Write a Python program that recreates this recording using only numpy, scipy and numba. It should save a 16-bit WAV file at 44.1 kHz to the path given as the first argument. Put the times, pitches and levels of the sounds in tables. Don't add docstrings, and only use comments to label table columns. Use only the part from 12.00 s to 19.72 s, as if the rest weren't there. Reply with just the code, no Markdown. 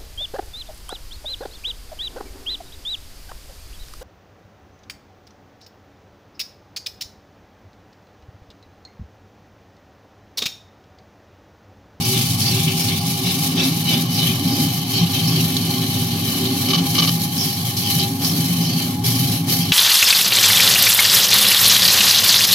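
import sys
import numpy as np
from scipy import signal
from scipy.fft import rfft, irfft
from scipy.io import wavfile
from scipy.ndimage import uniform_filter1d
from numba import njit

SR = 44100
rng = np.random.default_rng(int(sys.argv[2]) if len(sys.argv) > 2 else 0)


def master_out(mix):
    frames = np.transpose(np.atleast_2d(mix))
    ceiling = np.clip(frames, -1, 1)
    pcm = np.round(ceiling * 32767).astype(np.int16)
    wavfile.write(sys.argv[1], SR, pcm)


N = 340452
T = np.arange(N) / SR
BINS = np.fft.rfftfreq(N, 1 / SR)

# [t/s, level/dB before trim]
DRONE_LEVEL = [(0.0, -28.5), (0.51, -29), (0.65, -20), (0.77, -26.5), (2.66, -24), (2.94, -32), (3.03, -17),
               (3.15, -34), (3.3, -17), (3.56, -27), (4.72, -28.5), (4.82, -16.5), (4.91, -28.5),
               (5.11, -19.5), (5.23, -26.5), (5.88, -33), (5.97, -20.5), (6.15, -33.5), (6.29, -24),
               (6.69, -20.5), (6.86, -28.5), (7.72, -23.5)]
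# [t/s, level/dB before trim]
RATTLE_LEVEL = [(1.31, -31.5), (1.66, -21), (1.81, -32.5), (1.94, -22.5), (2.17, -28.5), (2.61, -21.5),
                (2.73, -32), (3.54, -26), (4.1, -27.5), (4.55, -24), (4.8, -24), (5.7, -36), (6.21, -26.5),
                (7.72, -28)]
DRONE_TRIM_DB, RATTLE_TRIM_DB = 0.5, -0.8
# [t/s, level/dB]
THRUM_LEVEL = [(0.6, -26.5), (1.45, -37), (3.7, -28), (4.3, -34), (6.8, -37), (7.2, -20.5), (7.7, -37)]
# [multiple of shaft rate, relative level/dB]
STAND_HARMONICS = [(6, -10), (7, 33.5)]
BOWL_HARMONICS = [(10, -11.5), (11, -5)]
MOTOR_HARMONICS = [(5, -2.5), (30, -16), (34, -9.5), (38, -19)]
# [f/Hz, nominal width/Hz, relative level/dB]
STAND_RESONANCES = [(149.2, 25.5, -14), (168.9, 6.7, -11.5)]
BOWL_RESONANCES = [(246.5, 33, 3), (264.9, 11.6, -1), (281.2, 12, 1.5), (312.7, 9, -8), (356.5, 13.5, -9)]
FRAME_RESONANCES = [(100.2, 7.1, -4), (123, 25.2, 0), (198.4, 52, -6), (716.6, 33, -17), (808, 36, -17),
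                    (1096, 142, -25)]
STEEL_RESONANCES = [(1156, 47, 2), (2270, 220, -12), (2975, 83, 5), (4390, 52, -14)]
# [f/Hz, relative level/dB]
RUMBLE_SPECTRUM = [(25, -31), (50, -8), (90, -25), (220, 16.5), (440, 3), (900, -1), (1450, -6.5),
                   (4000, -2.5), (9000, -16)]
# [f/Hz, side minus mid/dB]
SIDE_SPECTRUM = [(130, -36), (350, -13), (600, -13), (1100, -2)]
# [t/s, flesh level/dB before trim, shell rasp level/dB before trim]
CONTACT_LEVELS = [(0.0, -27.5, -30), (1.7, -29.5, -30.5), (3.3, -30.5, -27.5), (4.4, -30.5, -28),
                  (5.6, -29, -30.5), (7.7, -29, -29)]
FLESH_TRIM_DB, SHELL_TRIM_DB = 3.0, -3.5
# [start t/s, return t/s, seating time/s, dip/dB (negative = rise), fresh bite/dB]
HAND_LIFTS = [(0.0, 0.016, 0.01, -2, 4), (0.313, 0.386, 0.024, 4, 4), (0.683, 0.763, 0.018, 3.5, 4),
              (2.011, 2.08, 0.04, 5, 1.5), (2.686, 2.88, 0.049, 3, 1), (5.093, 5.286, 0.17, 3.5, 3),
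              (5.703, 5.763, 0.0055, 4.5, 3), (6.014, 6.191, 0.06, 7.5, 3.5), (6.832, 7.036, 0.0088, 13, 4),
              (7.348, 7.46, 0.039, 11.5, 5.5)]
EASE_SHARE = 0.715
BITE_FADE_S, BITE_RASP_RATIO = 0.0913, 1.72
# [turn start t/s, turn end t/s]
MIC_TURN_S = [0.97, 2]
# [t/s, bowl ring strength/ratio, cavity size/ratio]
MIC_POSE = [(1.5, 0.78, 1), (3.0, 0.9, 0.85)]
# [f/Hz, relative level/dB]
FACING_FLESH_SPECTRUM = [(1700, -13.5), (2350, -2), (5200, 1.5), (6800, -0.5), (7700, -6.5), (9500, 0),
                         (11800, -0.5), (14500, -3.5)]
RIM_FLESH_SPECTRUM = [(600, -42), (1900, -9), (2800, -8.5), (4000, -1), (6500, -3), (7900, -11.5),
                      (10300, -2), (11900, 1), (15700, -8)]
SHELL_SPECTRUM = [(1400, -5), (2000, -1.5), (2600, 4), (5600, 3.5), (7700, -7.5), (12000, -38)]
# [f/Hz at size 1, relative level/dB]
AIR_MODES = [(2330, 4.5), (2750, 7), (3600, -1), (4600, 0), (5400, -2)]
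REST_HZ, RIM_HZ = 4080, 5060
FOCUS_LOSS_DB = 17
GAP_DB, GAP_Q, GAP_WANDER_OCT = -3, 10, 0.07
# [start t/s, hold/s, rasp rise/dB, focus f/Hz at mid-hold]
HAND_PUSHES = [(0.118, 0.025, 8, 3150), (0.448, 0.1124, 8, 3560), (0.652, 0.014, 9, 2950),
               (0.864, 0.032, 8, 2970), (1.229, 0.035, 12, 3760), (1.554, 0.048, 13.5, 3600),
               (1.851, 0.055, 14.5, 3700), (2.157, 0.098, 10, 3220), (2.463, 0.14, 4, 4630),
               (2.917, 0.058, 7.5, 3600), (3.117, 0.022, 8.5, 3680), (3.232, 0.14, 5.5, 4600),
               (4.65, 0.064, 4, 3900), (5.36, 0.033, 6, 4670), (5.82, 0.051, 7, 4550),
               (5.969, 0.02, 11, 4300), (6.587, 0.1784, 5.5, 4640), (7.208, 0.15, 3.5, 4040),
               (7.603, 0.1, 3.5, 3980)]
PUSH_ATTACK_S, PUSH_RELEASE_S = 0.029, 0.0835
SINK_OCT_PER_S = 1.05
COVER_RATIO, SPILL_RATIO, SPILL_S = 0.16, 0.16, 0.019
# [t/s, rise/dB]
WALL_BOOMS = [(0.13, 10), (0.64, 5.5), (1.62, 6), (3.8, 10), (4.48, 11), (4.75, 8)]
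BOOM_BASE_DB, BOOM_HALF_S = -41.5, 0.085
# [t/s, onset level/dB, f/Hz, 1/e decay/s]
SHELL_CHIPS = [(3.567, -10.5, 4080, 0.0026), (4.453, -18.5, 3900, 0.011), (5.768, -22, 4720, 0.016),
               (5.996, -19.5, 4400, 0.02), (6.246, -18, 4800, 0.014)]
CHIP_PASS_WIDTH_HZ = 1700
# [t/s, length/s without edges, level/dB]
SHELL_SCRAPES = [(4.688, 0.031, -22.5), (4.734, 0.027, -19), (4.776, 0.021, -25), (4.954, 0.017, -19.5),
                 (4.981, 0.025, -15.5), (5.022, 0.033, -18.5), (5.075, 0.02, -19)]
# [f/Hz, relative level/dB]
SCRAPE_SPECTRUM = [(500, -0.5), (1120, -12), (1500, -7), (1950, -8.5), (2900, 5), (4500, 9.5), (6300, 2.5),
                   (7400, -20)]
SCRAPE_EDGE_S = 0.002
# [f/Hz, left minus right/dB]
PORT_DIFFERENCE = [(200, 1), (380, -3), (700, -4.5), (1290, -4.5), (2380, 5), (4400, -2), (8120, 3.5),
                   (15000, 0)]
MAINS_HZ, TOP_HZ = 50, 15780


def undb(db):
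    return 10 ** (np.asarray(db) / 20)


def unit(x):
    return x / np.sqrt(np.mean(x ** 2))


def curves(table):
    s, *columns = np.transpose(table)
    return [np.interp(T, s, c) for c in columns]


def noise(channels=1):
    return rng.standard_normal((channels, N))


def walk(rate_hz):
    return unit(irfft(rfft(noise()[0]) * np.exp(-(BINS / rate_hz) ** 2), N))


def lag(x, seconds):
    pole = np.exp(-1 / (seconds * SR))
    return signal.lfilter([1 - pole], [1, -pole], x)


def colour(x, points):
    hz, db = np.transpose(points)
    gain = undb(np.interp(np.log(BINS + 1), np.log(hz), db))
    return irfft(rfft(x) * gain, N)


def resonance(hz, width_hz):
    return 1j * BINS * width_hz / (hz ** 2 - BINS ** 2 + 1j * BINS * width_hz)


@njit
def sweep(x, hz, q):
    y, band, low = np.empty(len(x)), 0., 0.
    for i in range(len(x)):
        g = np.tan(np.pi * hz[i] / SR)
        v = (band + g * (x[i] - low)) / (1 + g * (g + 1 / q))
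        band, low, y[i] = 2 * v - band, low + 2 * g * v, v / q
    return y


def tail(t60_s):
    t = T[:SR // 2]
    h = rng.standard_normal(len(t)) * np.exp(-np.log(1000) * t / t60_s)
    return h / np.sqrt(np.sum(h ** 2))


def ring(x, response):
    return signal.fftconvolve(x, response)[:N]


def bursts(rate_hz, spread_db, decay_s):
    breaks = (rng.random(N) < rate_hz / SR) * undb(spread_db * np.clip(noise()[0], -2, 2))
    return unit(np.sqrt(lag(breaks ** 2 + 1e-12, decay_s)))


def shaken(modes):
    spectrum = 0
    for hz, width_hz, db in modes:
        spectrum = spectrum + undb(db) * rfft(noise()) * resonance(hz, 1.46 * width_hz) ** 2
    return unit(irfft(spectrum, N))


def even(x):
    power = uniform_filter1d(uniform_filter1d(x ** 2, SR // 10), SR // 10)
    return x / np.sqrt(power + 1e-9)


def shaft_tones(turns, orders, waver_db, slip_rad):
    total = 0
    for k, db in orders:
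        phase = 2 * np.pi * k * turns + slip_rad * walk(11.5)
        total = total + undb(db + waver_db * walk(12.7)) * np.sin(phase)
    return unit(total)


def steel_ring(x, points, ringing):
    modes = sum(undb(db) * resonance(hz, width_hz) for hz, width_hz, db in STEEL_RESONANCES)
    return unit(colour(x, points) + ringing * irfft(rfft(x) * modes, N))


def hum():
    return undb(-32.5 + walk(4.4)) * np.sin(2 * np.pi * 2 * MAINS_HZ * T)


def whine(turns):
    return undb(-37) * shaft_tones(turns, MOTOR_HARMONICS, waver_db=2.5, slip_rad=0.3)


def frame(load_db):
    return undb(-29.0 + 0.12 * load_db) * even(shaken(FRAME_RESONANCES))


def thrum():
    return undb(curves(THRUM_LEVEL)[0]) * even(shaken([(117.7, 13.3, 0)]))


def stand(turns, level_db):
    tones = shaft_tones(turns, STAND_HARMONICS, waver_db=5.5, slip_rad=0.92)
    return undb(level_db) * even(tones + 0.48 * shaken(STAND_RESONANCES))


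def bowl(turns, level_db):
    tones = shaft_tones(turns, BOWL_HARMONICS, waver_db=8.5, slip_rad=0.81)
    return undb(level_db) * even(tones + 0.83 * shaken(BOWL_RESONANCES))


def rumble(bowl_db, load_db):
    level_db = -36.0 + 0.37 * load_db + 0.64 * (bowl_db - np.mean(bowl_db)) + 2 * walk(33)
    return undb(level_db) * steel_ring(noise(), RUMBLE_SPECTRUM, ringing=0.1)


def machine(turns, load_db):
    stand_db = DRONE_TRIM_DB + curves(DRONE_LEVEL)[0]
    bowl_db = RATTLE_TRIM_DB + curves(RATTLE_LEVEL)[0]
    motor = hum() + whine(turns) + frame(load_db) + thrum()
    shaking = stand(turns, stand_db) + bowl(turns, bowl_db) + rumble(bowl_db, load_db)
    return motor + shaking + booms(turns, load_db)


def spread(x, t60_s):
    side = ring(colour(x, SIDE_SPECTRUM)[0], tail(t60_s))
    return x + side * np.array([[1], [-1]])


def hand():
    flesh_db, shell_db = curves(CONTACT_LEVELS)
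    push_db, octaves = pushes()
    dip_db, fresh_db = lifts()
    push_hiss_db = SPILL_RATIO * lag(push_db, SPILL_S) - COVER_RATIO * push_db
    hiss_db = flesh_db - dip_db + fresh_db + push_hiss_db + 2.0 * walk(8.4)
    rasp_db = shell_db - dip_db + BITE_RASP_RATIO * fresh_db + push_db
    at_rim = np.tanh(fresh_db / 2)
    focus_hz = (REST_HZ * 2 ** octaves) ** (1 - at_rim) * RIM_HZ ** at_rim
    return hiss_db, rasp_db, focus_hz


def lifts():
    dip_db, fresh_db = 0, 0
    for start, back, seat, dip, fresh in HAND_LIFTS:
        eased = start + EASE_SHARE * (back - start)
        dip_db = dip_db + dip * np.interp(T, [start, eased, back, back + seat], [0, 1, 1, 0])
        seating = np.clip((T - back) / seat, 0, 1)
        fade = np.exp(-(np.maximum(T - back - seat, 0) / BITE_FADE_S) ** 2)
        fresh_db = fresh_db + fresh * seating * fade
    return dip_db, fresh_db


def bite(turns, once_db, twice_db, catch):
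    angle = 2 * np.pi * turns
    runout = undb(once_db * np.sin(angle) + twice_db * np.sin(2 * angle))
    return unit(runout * (3.0 + catch * bursts(rate_hz=130, spread_db=5.0, decay_s=0.012)))


def snaps(rate_hz, spread_db, decay_s, direct):
    return bursts(rate_hz, spread_db, decay_s) * unit(noise(channels=2) + direct * noise())


def hollow(x, size, focus_hz, q, leak):
    cavity, power = 0, 0
    for hz, db in AIR_MODES:
        rocking, patchy_db = 2 ** (0.04 * walk(7)), 4 * walk(16)
        centre_hz = np.clip(hz * rocking / size, 1000, SR / 4)
        off_focus_db = FOCUS_LOSS_DB * np.log2(centre_hz / focus_hz) ** 2
        gain = undb(db + patchy_db - off_focus_db)
        cavity = cavity + gain * np.array([sweep(side, centre_hz, q) for side in x])
        power = power + gain ** 2
    gap_hz = focus_hz * 2 ** (GAP_WANDER_OCT * walk(19))
    gap = np.array([sweep(side, gap_hz, GAP_Q) for side in x])
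    return unit(cavity / np.sqrt(power) + undb(GAP_DB) * gap + leak * x)


def grating(turns, flesh_db, shell_db, focus_hz):
    ringing, cavity_size = curves(MIC_POSE)
    ringing = ringing * undb(2 * walk(6.6))
    pressure = bite(turns, once_db=1.16, twice_db=0.5, catch=0.79)
    fibres = snaps(rate_hz=2100, spread_db=-2.5, decay_s=0.0026, direct=0.12) * pressure
    tears = snaps(rate_hz=1500, spread_db=-1.5, decay_s=0.002, direct=0.51) * pressure
    facing = np.interp(T, MIC_TURN_S, [1, 0])
    facing_flesh = unit(colour(fibres, FACING_FLESH_SPECTRUM))
    rim_flesh = steel_ring(fibres, RIM_FLESH_SPECTRUM, 0.5 * ringing)
    flesh = facing * facing_flesh + (1 - facing) * rim_flesh
    cavity = hollow(tears, cavity_size, focus_hz, q=16., leak=0.035)
    rasp = steel_ring(cavity, SHELL_SPECTRUM, ringing)
    return undb(flesh_db + FLESH_TRIM_DB) * flesh + undb(shell_db + SHELL_TRIM_DB) * rasp


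def pushes():
    push_db, octaves = 0, 0
    for s, hold, db, hz in HAND_PUSHES:
        corners_s = s + np.cumsum([0, PUSH_ATTACK_S, hold, PUSH_RELEASE_S])
        shape = np.interp(T, corners_s, [0, 1, 1, 0])
        sink = SINK_OCT_PER_S * (T - s - PUSH_ATTACK_S - hold / 2)
        push_db = push_db + db * shape
        octaves = octaves + (np.log2(hz / REST_HZ) - sink) * shape
    return push_db, octaves


def booms(turns, load_db):
    swell_db = sum(db * np.exp(-((T - s) / BOOM_HALF_S) ** 2) for s, db in WALL_BOOMS)
    tone = shaft_tones(turns, [(16, 0)], waver_db=3.5, slip_rad=1.0)
    return undb(BOOM_BASE_DB + swell_db + 0.47 * load_db) * tone


def chips():
    grit = rfft(noise(channels=2))
    total = 0
    for s, db, hz, decay_s in SHELL_CHIPS:
        scratch = unit(irfft(grit * resonance(hz, CHIP_PASS_WIDTH_HZ) ** 2, N))
        envelope = (T >= s) * np.exp(-np.abs(T - s) / decay_s)
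        total = total + undb(db) * envelope * scratch
    return total


def scrapes():
    contact = 0
    for s, length, db in SHELL_SCRAPES:
        corners_s = [s - SCRAPE_EDGE_S, s, s + length, s + length + 2 * SCRAPE_EDGE_S]
        contact = contact + undb(db) * np.interp(T, corners_s, [0.022, 1.0, 0.95, 0.0018])
    chatter = snaps(rate_hz=1200, spread_db=-2.0, decay_s=0.0011, direct=0.86)
    return contact * steel_ring(chatter, SCRAPE_SPECTRUM, ringing=4.0)


def kitchen(x, t60_s, room_db):
    heard = colour(x, [(250, -20), (900, 0)])
    return x + undb(room_db) * np.array([ring(side, tail(t60_s)) for side in heard])


def scene():
    flesh_db, shell_db, focus_hz = hand()
    load_db = shell_db - np.mean(shell_db)
    shaft_hz = 23.92 * (1 - 0.002992 * lag(load_db, 0.066) + 0.00209 * walk(4.02))
    turns = np.cumsum(shaft_hz) / SR
    motor = spread(machine(turns, load_db), t60_s=0.21)
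    cutting = grating(turns, flesh_db, shell_db, focus_hz) + chips() + scrapes()
    return kitchen(motor + cutting, t60_s=0.06, room_db=-5.5)


def record(dry):
    left = colour(dry[0], [(hz, db / 2) for hz, db in PORT_DIFFERENCE])
    right = colour(dry[1], [(hz, -db / 2) for hz, db in PORT_DIFFERENCE])
    low_pass = signal.ellip(12, 0.1, 80, TOP_HZ, fs=SR, output="sos")
    return signal.sosfilt(low_pass, np.array([left, right]))


dry = scene()
out = record(dry)
master_out(out)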